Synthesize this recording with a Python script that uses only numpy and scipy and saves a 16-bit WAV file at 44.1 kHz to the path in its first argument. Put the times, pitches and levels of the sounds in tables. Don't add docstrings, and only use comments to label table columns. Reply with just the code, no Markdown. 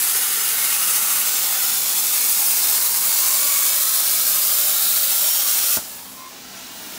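import sys
import numpy as np
from scipy import signal
from scipy.fft import rfft, irfft, next_fast_len
from scipy.io import wavfile
from scipy.ndimage import uniform_filter1d, map_coordinates

SR = 44100
rng = np.random.default_rng(int(sys.argv[2]) if len(sys.argv) > 2 else 0)


def transcribe(signal):
    frames = np.atleast_2d(signal).T
    limited = np.clip(frames, -1, 1)
    pcm = np.round(limited * 32767).astype(np.int16)
    wavfile.write(sys.argv[1], SR, pcm)


def volts(x):
    e = np.asarray(x, float) / 20
    return 10 ** e


N = 307799
WINDOW = 2048
OFF_S = 5.772
WIDTH_HZ, WIDTH_SHARE = 32, 0.0078


def unit(x):
    return x / np.sqrt(np.mean(np.abs(x) ** 2) + 1e-20)


def along(points, hz):
    f, v = np.transpose(points)
    return np.interp(np.log(hz + 1), np.log(f + 1), v)


def wobble(rate):
    knots = rng.standard_normal(int(N * rate / SR) + 6)
    return map_coordinates(knots, [np.arange(N) * rate / SR])


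def noise_spectrum():
    return signal.stft(rng.standard_normal(N), SR, nperseg=WINDOW, noverlap=WINDOW * 3 // 4)


def sound(z):
    return signal.istft(z, SR, nperseg=WINDOW, noverlap=WINDOW * 3 // 4)[1][:N]


def layers(rows, responses, hz, t):
    s, *curves = np.transpose(rows)
    return sum(along(r, hz)[:, None] * np.interp(t, s, c) for r, c in zip(responses, curves))


def drifting(rows, hz, t, base_hz, share):
    flutter, flutter_s = 0.4, 0.1
    colour = 0
    for s0, s1, hz0, hz1, db in rows:
        way = np.clip((t - s0) / (s1 - s0), 0, 1)
        centre = hz0 + (hz1 - hz0) * way
        near = np.exp(-.5 * ((hz[:, None] - centre) / (base_hz + share * hz0)) ** 2)
        waver = np.interp(t, np.arange(0, 8, flutter_s), rng.uniform(-1, 1, round(8 / flutter_s)))
        swell = np.abs(np.sin(np.pi * way)) ** .5
        colour = colour + db * (1 + flutter * waver) * swell * near
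    return colour


def echoes(hz, t, low_db, high_db):
    patch_db = 1.22
    chance = rng.standard_normal((len(hz), len(t)))
    field = uniform_filter1d(chance, size=2, axis=0)
    patches = chance[::-1]
    for _ in range(2):
        field = uniform_filter1d(field, size=18, axis=1)
        patches = uniform_filter1d(patches, size=5, axis=0)
        patches = uniform_filter1d(patches, size=7, axis=1)
    field = unit(field - uniform_filter1d(field, size=16, axis=0))
    patches = unit(patches - uniform_filter1d(patches, size=40, axis=0))
    depth_db = along([(1000, low_db), (12000, high_db)], hz)[:, None]
    return volts(depth_db * np.tanh(field) + patch_db * patches)


def knock(modes, s, rise):
    x = np.zeros(N)
    t = np.arange(SR // 4) / SR
    ring = sum(volts(db - 60 * t / t60) * np.sin(2 * np.pi * hz * t) for hz, db, t60 in modes)
    x[round(s * SR):][:len(t)] = ring * (1 - np.exp(-t / rise))
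    return x


def shop():
    # (frequency [Hz], level [dB per Hz])
    rumble_colour = [(20, -60), (33, -22), (48, -1), (75, -8), (110, -5), (140, -4.5), (190, -0.5),
                     (260, 0), (400, -4.5), (600, -12), (1200, -46)]
    # (time [s], level [dB])
    fan_nearness = [
        (0, 0.5),
        (2.3, 1),
        (3.5, -1),
        (5.5, -1.5),
        (5.95, -3),
        (6.14, 1),
        (6.28, 0),
        (6.4, 5),
        (6.5, 2.5),
        (6.98, 8),
    ]
    # (frequency [Hz], share of the nearness [1])
    fan_response = [(95, 0), (250, 0.68)]
    # (from [s], to [s], from [Hz], to [Hz], level [dB])
    deep_shadow = [
        (5.15, 5.8, 60, 60, -8),
        (4.05, 5.05, 90, 90, 3.5),
        (2.6, 3.2, 90, 90, 2),
    ]
    # (frequency [Hz], level [dB])
    hum_tones = [(258.4, -58), (196.3, -59.5), (49, -68.5)]
    # (time [s], level [dB])
    hum_swell = [
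        (0, -3.5),
        (5.9, -3),
        (6.14, 6),
        (6.28, -2),
        (6.45, 6),
        (6.6, 9),
        (6.76, 3),
        (6.93, 10),
        (6.98, 8),
    ]
    hz, t, z = noise_spectrum()
    time = np.arange(N) / SR
    colour = along(rumble_colour, hz)[:, None] + layers(fan_nearness, [fan_response], hz, t)
    colour += drifting(deep_shadow, hz, t, 60, 0)
    rumble = unit(sound(z * volts(colour)))
    surge = volts(-51.5 + 0.5 * wobble(5))
    hum = sum(volts(db + 1.6 * wobble(6.3)) * np.sin(2 * np.pi * f * time + 0.52 * wobble(6))
              for f, db in hum_tones)
    return surge * rumble + hum * volts(np.interp(time, *np.transpose(hum_swell)))


def leak():
    # (frequency [Hz], level [dB per Hz])
    leak_colour = [(9000, -30), (13500, -10), (14800, 5), (16000, 0)]
    # (time [s], level [dB])
    leak_swell = [
        (5.9, -44),
        (6.1, -44),
        (6.25, -47),
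        (6.5, -46),
        (6.72, -44),
        (6.8, -40),
        (6.98, -42),
    ]
    hz, t, z = noise_spectrum()
    hiss = unit(sound(z * volts(along(leak_colour, hz))[:, None]))
    level_db = np.interp(np.arange(N) / SR, *np.transpose(leak_swell))
    return volts(level_db + .5 * wobble(4)) * hiss


def lift():
    # (time [s], level [dB])
    whine_swell = [
        (6.03, -68),
        (6.075, -54),
        (6.1, -60),
        (6.155, -53),
        (6.185, -47.5),
        (6.215, -44),
        (6.28, -43.5),
        (6.295, -53),
        (6.33, -66),
    ]
    # (frequency [Hz], level [dB])
    whine_partials = [(1036, 0), (1108, -5), (2138, -10.5)]
    # (frequency [Hz], level [dB], t60 [s])
    start_modes = [(970, -38, .15), (780, -50, .08)]
    # (frequency [Hz], level [dB], t60 [s])
    stop_modes = [(650, -37, 0.14), (750, -48, .1), (820, -36, 0.21), (1345, -50, .07)]
    t = np.arange(N) / SR
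    s, db = np.transpose(whine_swell)
    tones = sum(volts(g + .8 * wobble(15)) * np.sin(2 * np.pi * hz * t + .2 * wobble(15))
                for hz, g in whine_partials)
    whine = np.sqrt(2) * volts(np.interp(t, s, db, left=-120, right=-120)) * tones
    return whine + knock(stop_modes, 6.31, rise=.025) + knock(start_modes, 6.05, rise=.02)


def gas():
    # (frequency [Hz], level [dB per Hz])
    gas_colour = [(300, -25), (450, -9), (800, -3), (1500, -6), (2200, -6.5), (4000, -4.5), (7000, -5),
                  (8500, -7.5), (14000, -9), (16000, -11)]
    # (time [s], flow [dB], jet beam on the microphone [dB])
    gas_course = [(5.9, 1, 6), (5.97, -1, 5), (6.05, -3, 4.5), (6.12, -3, 4), (6.2, -1.5, 1),
                  (6.27, -1, -3), (6.38, -1, -3.5), (6.46, -.5, -5), (6.58, 1.2, -4), (6.75, 1.5, -1),
                  (6.98, 2.5, -0.5)]
    # (frequency [Hz], share [1])
    flow_response = [(500, .2), (1000, 0.58), (2600, 1.2), (6000, 0.98)]
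    # (frequency [Hz], share [1])
    beam_response = [(6000, 0), (11000, 1)]
    # (from [s], to [s], from [Hz], to [Hz], level [dB])
    gas_cavities = [(6.4, 7.4, 1350, 1440, 6), (6.4, 7, 1550, 1540, 4), (6.5, 7.3, 2100, 2100, -5),
                    (6.7, 7.3, 2200, 2260, 5), (6.7, 7.3, 1850, 1880, 4), (6.3, 6.9, 2480, 2560, 1),
                    (6.2, 7.2, 2800, 2950, 4), (5.8, 6.1, 2730, 2740, 1), (6.35, 6.8, 1180, 1200, -7),
                    (5.8, 5.6, 2000, 2000, -4), (6.2, 7.2, 3950, 3950, 2), (6.5, 7.3, 9200, 9200, 3),
                    (6.45, 7.7, 660, 660, 4.5), (6.4, 6.85, 530, 610, -6), (6.7, 6.95, 880, 840, 4)]
    hz, t, z = noise_spectrum()
    colour = along(gas_colour, hz)[:, None] + layers(gas_course, [flow_response, beam_response], hz, t)
    colour += drifting(gas_cavities, hz, t, WIDTH_HZ, WIDTH_SHARE)
    flow = sound(z * volts(colour) * echoes(hz, t, low_db=2.5, high_db=3.5))
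    after = np.arange(N) > OFF_S * SR
    return volts(-36 + 0.43 * wobble(12)) * flow * after / np.std(flow[after])


def pop():
    # (frequency [Hz], level [dB], t60 [s])
    pop_modes = [(1330, -16, .009), (890, -22, .018), (644, -19, .016), (450, -25, .018), (310, -27, .022)]
    # (frequency [Hz], level [dB], t60 [s])
    thump_modes = [(70, -31, .05), (110, -27, .045), (200, -29, .04)]
    answers = [(0, 5), (.0078, -2.5), (.0135, -7), (.0183, -3)]  # (delay [s], level [dB])
    snap = sum(volts(db) * knock(pop_modes, OFF_S - .0007 + late, rise=.0007 + .03 * late)
               for late, db in answers)
    return snap + knock(thump_modes, OFF_S + 0.0065, rise=0.0028)


def arc():
    # (frequency [Hz], level [dB per Hz])
    arc_colour = [(180, -53), (300, -18.5), (518, -14), (592, -12), (710, -13), (798, -8), (1010, -8.5),
                  (1250, -6), (1630, -5.5), (2420, -6), (4400, -4.5), (13600, 1.5), (15000, -1.5),
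                  (15800, -7.5)]
    # (time [s], nearness [dB], view into the cut [0-1], jet beam on the microphone [dB])
    arc_course = [(0, -1.5, 0.16, 4), (.38, -1.5, 0, 0), (.7, -0.5, 0.1, -0.5), (.95, -0.5, 0, 1),
                  (1.2, -.5, 0, 1.5), (1.32, -.5, 0.8, -3), (1.9, -1.5, 0.63, -.5), (2.3, -1, 0.86, 2),
                  (2.7, 0.5, 0.8, -0.5), (2.9, -2, 0.8, 1.5), (3.2, -.5, 0.87, 0), (3.65, -.5, 0.9, 1),
                  (3.9, -1.5, 0.94, 1.5), (4.2, -1, 1.1, 0), (4.7, -1.5, 0.74, 1), (5.15, -2, 0.6, 1),
                  (5.5, -1, 0.85, -1), (5.75, -1, 1, -1.5)]
    # (frequency [Hz], level [dB])
    view_response = [(600, 1), (1000, -1), (2000, -3), (3100, -1), (3600, 2), (5500, 2), (8000, 1.5),
                     (14000, 0)]
    # (frequency [Hz], share [1])
    beam_response = [(6500, 0), (10500, 1), (15000, 0)]
    # (frequency [Hz], width [Hz], level [dB])
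    edge_whistle = (15400, 1130, 3.7)
    # (from [s], to [s], from [Hz], to [Hz], level [dB])
    cavities = [(-.6, 1.15, 770, 760, 4.5), (1.0, 3.5, 815, 810, 6), (2.5, 3.16, 950, 920, 7),
                (2.95, 3.4, 1020, 1080, 6), (3, 4.06, 1150, 1120, 6.5), (4, 4.8, 1170, 1170, 4),
                (-0.2, 2.4, 1240, 1265, 6), (0.7, 1.56, 1200, 1190, 2.5), (2.5, 3.13, 1250, 1230, 6),
                (-0.5, 1.7, 1390, 1340, 5.5), (-0.5, 1.6, 1520, 1550, 3.5), (1.5, 1.82, 1490, 1430, 7),
                (3.5, 4.2, 1300, 1340, 5), (4, 5.1, 1230, 1330, 6), (4.4, 5.5, 1420, 1350, 4),
                (5.4, 6.3, 1300, 1360, 5), (5.2, 6.2, 1470, 1420, 4), (3.3, 4.0, 610, 600, 5.5),
                (3.9, 5.1, 650, 600, 8), (5.0, 5.7, 590, 620, 5.5), (4.95, 5.7, 925, 945, 7),
                (4.45, 5.2, 790, 810, 4), (5.3, 6.2, 1150, 1150, 4), (3.5, 4.24, 1650, 1670, 6),
                (-0.5, 1.0, 1830, 1890, 6), (-0.5, 1.6, 2130, 2160, 5.5), (2, 2.44, 2260, 2270, 5),
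                (2.1, 3.16, 2200, 2130, 4.5), (3.0, 3.83, 2250, 2220, 8), (3.5, 4.66, 2280, 2280, 5.5),
                (0.5, 1.4, 2620, 2500, 5.5), (1, 2.6, 2500, 2500, 3), (2.0, 2.7, 2700, 2670, 3.5),
                (-1, 0.37, 2870, 2880, 5.5), (0.4, 1.43, 2860, 2870, 7.5), (5.5, 6.2, 2630, 2600, 8),
                (6, 6.2, 2500, 2500, 4), (5.0, 6, 3100, 3130, 4), (0, .7, 430, 450, 3.5),
                (1.2, 2.4, 3560, 3380, 3), (3.6, 4.15, 3560, 3640, 4), (4.5, 5.2, 3940, 4060, 6.5),
             (3.7, 4.3, 4130, 4200, 5), (2.5, 3.4, 4300, 4300, 4), (3.0, 3.45, 4600, 4620, 4),
             (4.7, 5.3, 4440, 4350, 5.5), (4.0, 4.7, 4800, 4700, 4.5), (-.3, 1.0, 4850, 4950, 2),
             (-.2, 0.36, 5200, 5200, 3), (1.0, 1.9, 5350, 5480, 3), (.7, 2.1, 5680, 5620, 1),
             (4, 4.75, 5350, 5300, 3.5), (5.15, 5.62, 5550, 5560, 9), (5.62, 6.0, 5400, 5530, 6.5),
             (5.55, 5.9, 5750, 5900, 6), (5.55, 6.0, 5980, 6120, 5), (3, 4.1, 6200, 6080, 2),
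             (-0.5, .9, 6700, 6300, 3), (0.7, 1.4, 6300, 6400, 3), (5.3, 5.62, 6780, 6700, 4.5),
             (5.5, 6.1, 7130, 7100, 5), (1.4, 2.1, 6900, 7000, 4), (.75, 1.5, 7600, 7530, 5),
             (4.0, 5.5, 7050, 7600, 3.5), (2.4, 3.0, 8230, 8170, 4.5), (5.3, 6.1, 9250, 9200, 5.5),
             (.6, 1.17, 10000, 9680, 4), (3.1, 3.8, 8200, 9000, 3), (2.0, 2.6, 8680, 8680, 3),
             (4.3, 5.15, 3780, 3730, 5), (2.3, 2.8, 5150, 5250, 4), (2.1, 2.7, 6650, 6600, 4),
             (3.55, 4.1, 3220, 3180, 4), (-.3, .6, 3460, 3450, 4)]
    # (from [s], to [s], from [Hz], to [Hz], level [dB])
    nulls = [(3.5, 6.1, 870, 1080, -11.5), (3.3, 7.6, 1780, 1880, -4.5), (3.5, 6.8, 433, 400, -10),
             (2.5, 2.9, 1900, 1900, -3), (.4, 2.2, 1660, 1560, -5), (3.5, 5.2, 2200, 2340, -1),
             (3.5, 4.1, 2750, 2780, -2), (-.3, 1, 640, 610, -5), (-1, .8, 5450, 5600, -7),
             (2.2, 2.6, 4000, 4050, -6), (3.5, 4.1, 5500, 6900, -6), (3, 3.3, 5550, 5400, -6),
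             (3.5, 4.2, 8200, 8200, -2), (3, 3.1, 3720, 3680, -7), (5.4, 6, 7200, 7400, -5)]
    # (from [s], to [s], from [Hz], to [Hz], level [dB])
    shades = [(2.5, 4.14, 1010, 1200, 3.5), (4, 6.1, 940, 940, -2.5), (2.0, 3.6, 3430, 3330, -2.5),
              (3, 3.9, 7600, 6800, 2.5), (-.5, 1.8, 13200, 12200, -2), (0, 0.99, 10500, 9900, 2),
              (4, 5.5, 13400, 13500, 2), (4.5, 5.7, 3900, 3600, 2), (1, 1.8, 5000, 5900, -3),
              (1.1, 2.0, 14800, 15000, 1.5), (2.5, 4.5, 14000, 14500, -1), (4, 4.7, 2850, 2900, 1.5),
              (5, 6.1, 3040, 2950, 2), (1.5, 2.73, 1800, 1900, -2), (3.5, 3.9, 1450, 1400, -0.5),
              (0.4, 1.8, 470, 460, 2.5), (5.5, 5.7, 1500, 1550, 2), (1.4, 1.66, 1900, 1950, 2.5),
              (3.5, 3.5, 4400, 4400, 1), (6, 6.0, 5550, 5900, 1)]
    hz, t, z = noise_spectrum()
    colour = along(arc_colour, np.minimum(hz, 15050))[:, None]
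    colour = colour + layers(arc_course, [[(1, 0.72)], view_response, beam_response], hz, t)
    edge_hz, edge_width_hz, edge_db = edge_whistle
    edge_heard = np.clip((t - 2.04) / 0.25, 0, 1)
    colour += edge_db * np.exp(-.5 * ((hz[:, None] - edge_hz) / edge_width_hz) ** 2) * edge_heard
    colour += drifting(cavities + nulls, hz, t, WIDTH_HZ, WIDTH_SHARE)
    colour += drifting(shades, hz, t, WIDTH_HZ, 0.056)
    jet = unit(sound(z * volts(colour) * echoes(hz, t, low_db=3, high_db=4.2)))
    flicker = wobble(36)
    flicker -= .6 * uniform_filter1d(flicker, size=SR // 18)
    sputter = volts(.95 * flicker + .8 * wobble(400))
    burning = volts(-700 * np.clip(np.arange(N) / SR - OFF_S + 0.0018, 0, 1))
    return volts(-18.0) * unit(jet * sputter) * burning


def hall(x):
    # (frequency [Hz], t60 [s])
    hall_decay = [(200, 0.37), (2000, 0.28), (8000, 0.48), (15000, 0.12)]
    hz, t, z = signal.stft([x, rng.standard_normal(N)], SR, nperseg=256)
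    keep = volts(-120 * t[1] / along(hall_decay, hz))
    power = np.abs(z[0]) ** 2
    stored = [signal.lfilter([0, 0, 1 - k], [1, -k], row) for k, row in zip(keep, power)]
    return signal.istft(np.sqrt(stored) * unit(z[1]), SR, nperseg=256)[1][:N]


def scene():
    torch = arc() + pop()
    mono = torch + volts(-8.5) * hall(torch) + gas() + lift() + shop() + leak()
    return np.array([mono, mono])


def opposed_bands(mono):
    # (time [s], from [Hz], to [Hz])
    band_events = [(.16, 8270, 9730), (.414, 5170, 8300), (.436, 11020, 12400), (.486, 6890, 8900),
                   (.695, 11710, 13200), (.855, 13090, 14560), (1.02, 12400, 13780), (1.02, 14470, 15600),
                   (1.133, 10340, 11800), (1.205, 13010, 15250), (1.507, 8960, 11710), (1.647, 8270, 9650),
                   (1.74, 12400, 13780), (1.98, 13780, 15740), (1.994, 5680, 6890), (1.995, 7580, 10340),
                   (2.319, 12320, 15500), (3.712, 5140, 6230), (3.712, 10300, 11710), (3.967, 4200, 5140),
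                   (4.317, 14300, 15600), (4.341, 5170, 6290), (4.546, 5680, 6890), (4.849, 4650, 5680),
                   (4.85, 14500, 15500), (5.129, 5170, 6290), (5.846, 4280, 5680), (6.012, 10420, 12400),
                   (6.708, 8350, 10240), (6.93, 14470, 15740)]
    side = np.zeros(N + WINDOW)
    hz = np.fft.rfftfreq(WINDOW, 1 / SR)
    for s, low_hz, high_hz in band_events:
        start = round(s * SR) - WINDOW // 2
        inside = (hz > low_hz) * (hz < high_hz)
        present = irfft(rfft(mono[start:][:WINDOW], WINDOW) * inside)
        band = irfft(rfft(rng.standard_normal(WINDOW) * np.hanning(WINDOW)) * inside)
        side[start:][:WINDOW] += volts(-6.5) * np.std(present) * unit(band)
    return np.array([side[:N], -side[:N]])


def band_limit(x):
    return signal.sosfilt(signal.butter(12, 17100, fs=SR, output="sos"), x)


def record(dry):
    # (frequency [Hz], width [Hz], level [dB])
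    capsule = (15350, 700, 3.2)
    top_hz, low_hz = 15730, 42
    m = next_fast_len(N)
    hz = np.fft.rfftfreq(m, 1 / SR)
    passed = (hz < top_hz) * hz ** 4 / (hz ** 4 + low_hz ** 4)
    peak_hz, width_hz, peak_db = capsule
    passed *= volts(peak_db * np.exp(-.5 * ((hz - peak_hz) / width_hz) ** 2))
    mix = irfft(rfft(dry + opposed_bands(dry[0]), m) * passed, m)[:, :N]
    return band_limit(mix)


dry = scene()
out = record(dry)
transcribe(out)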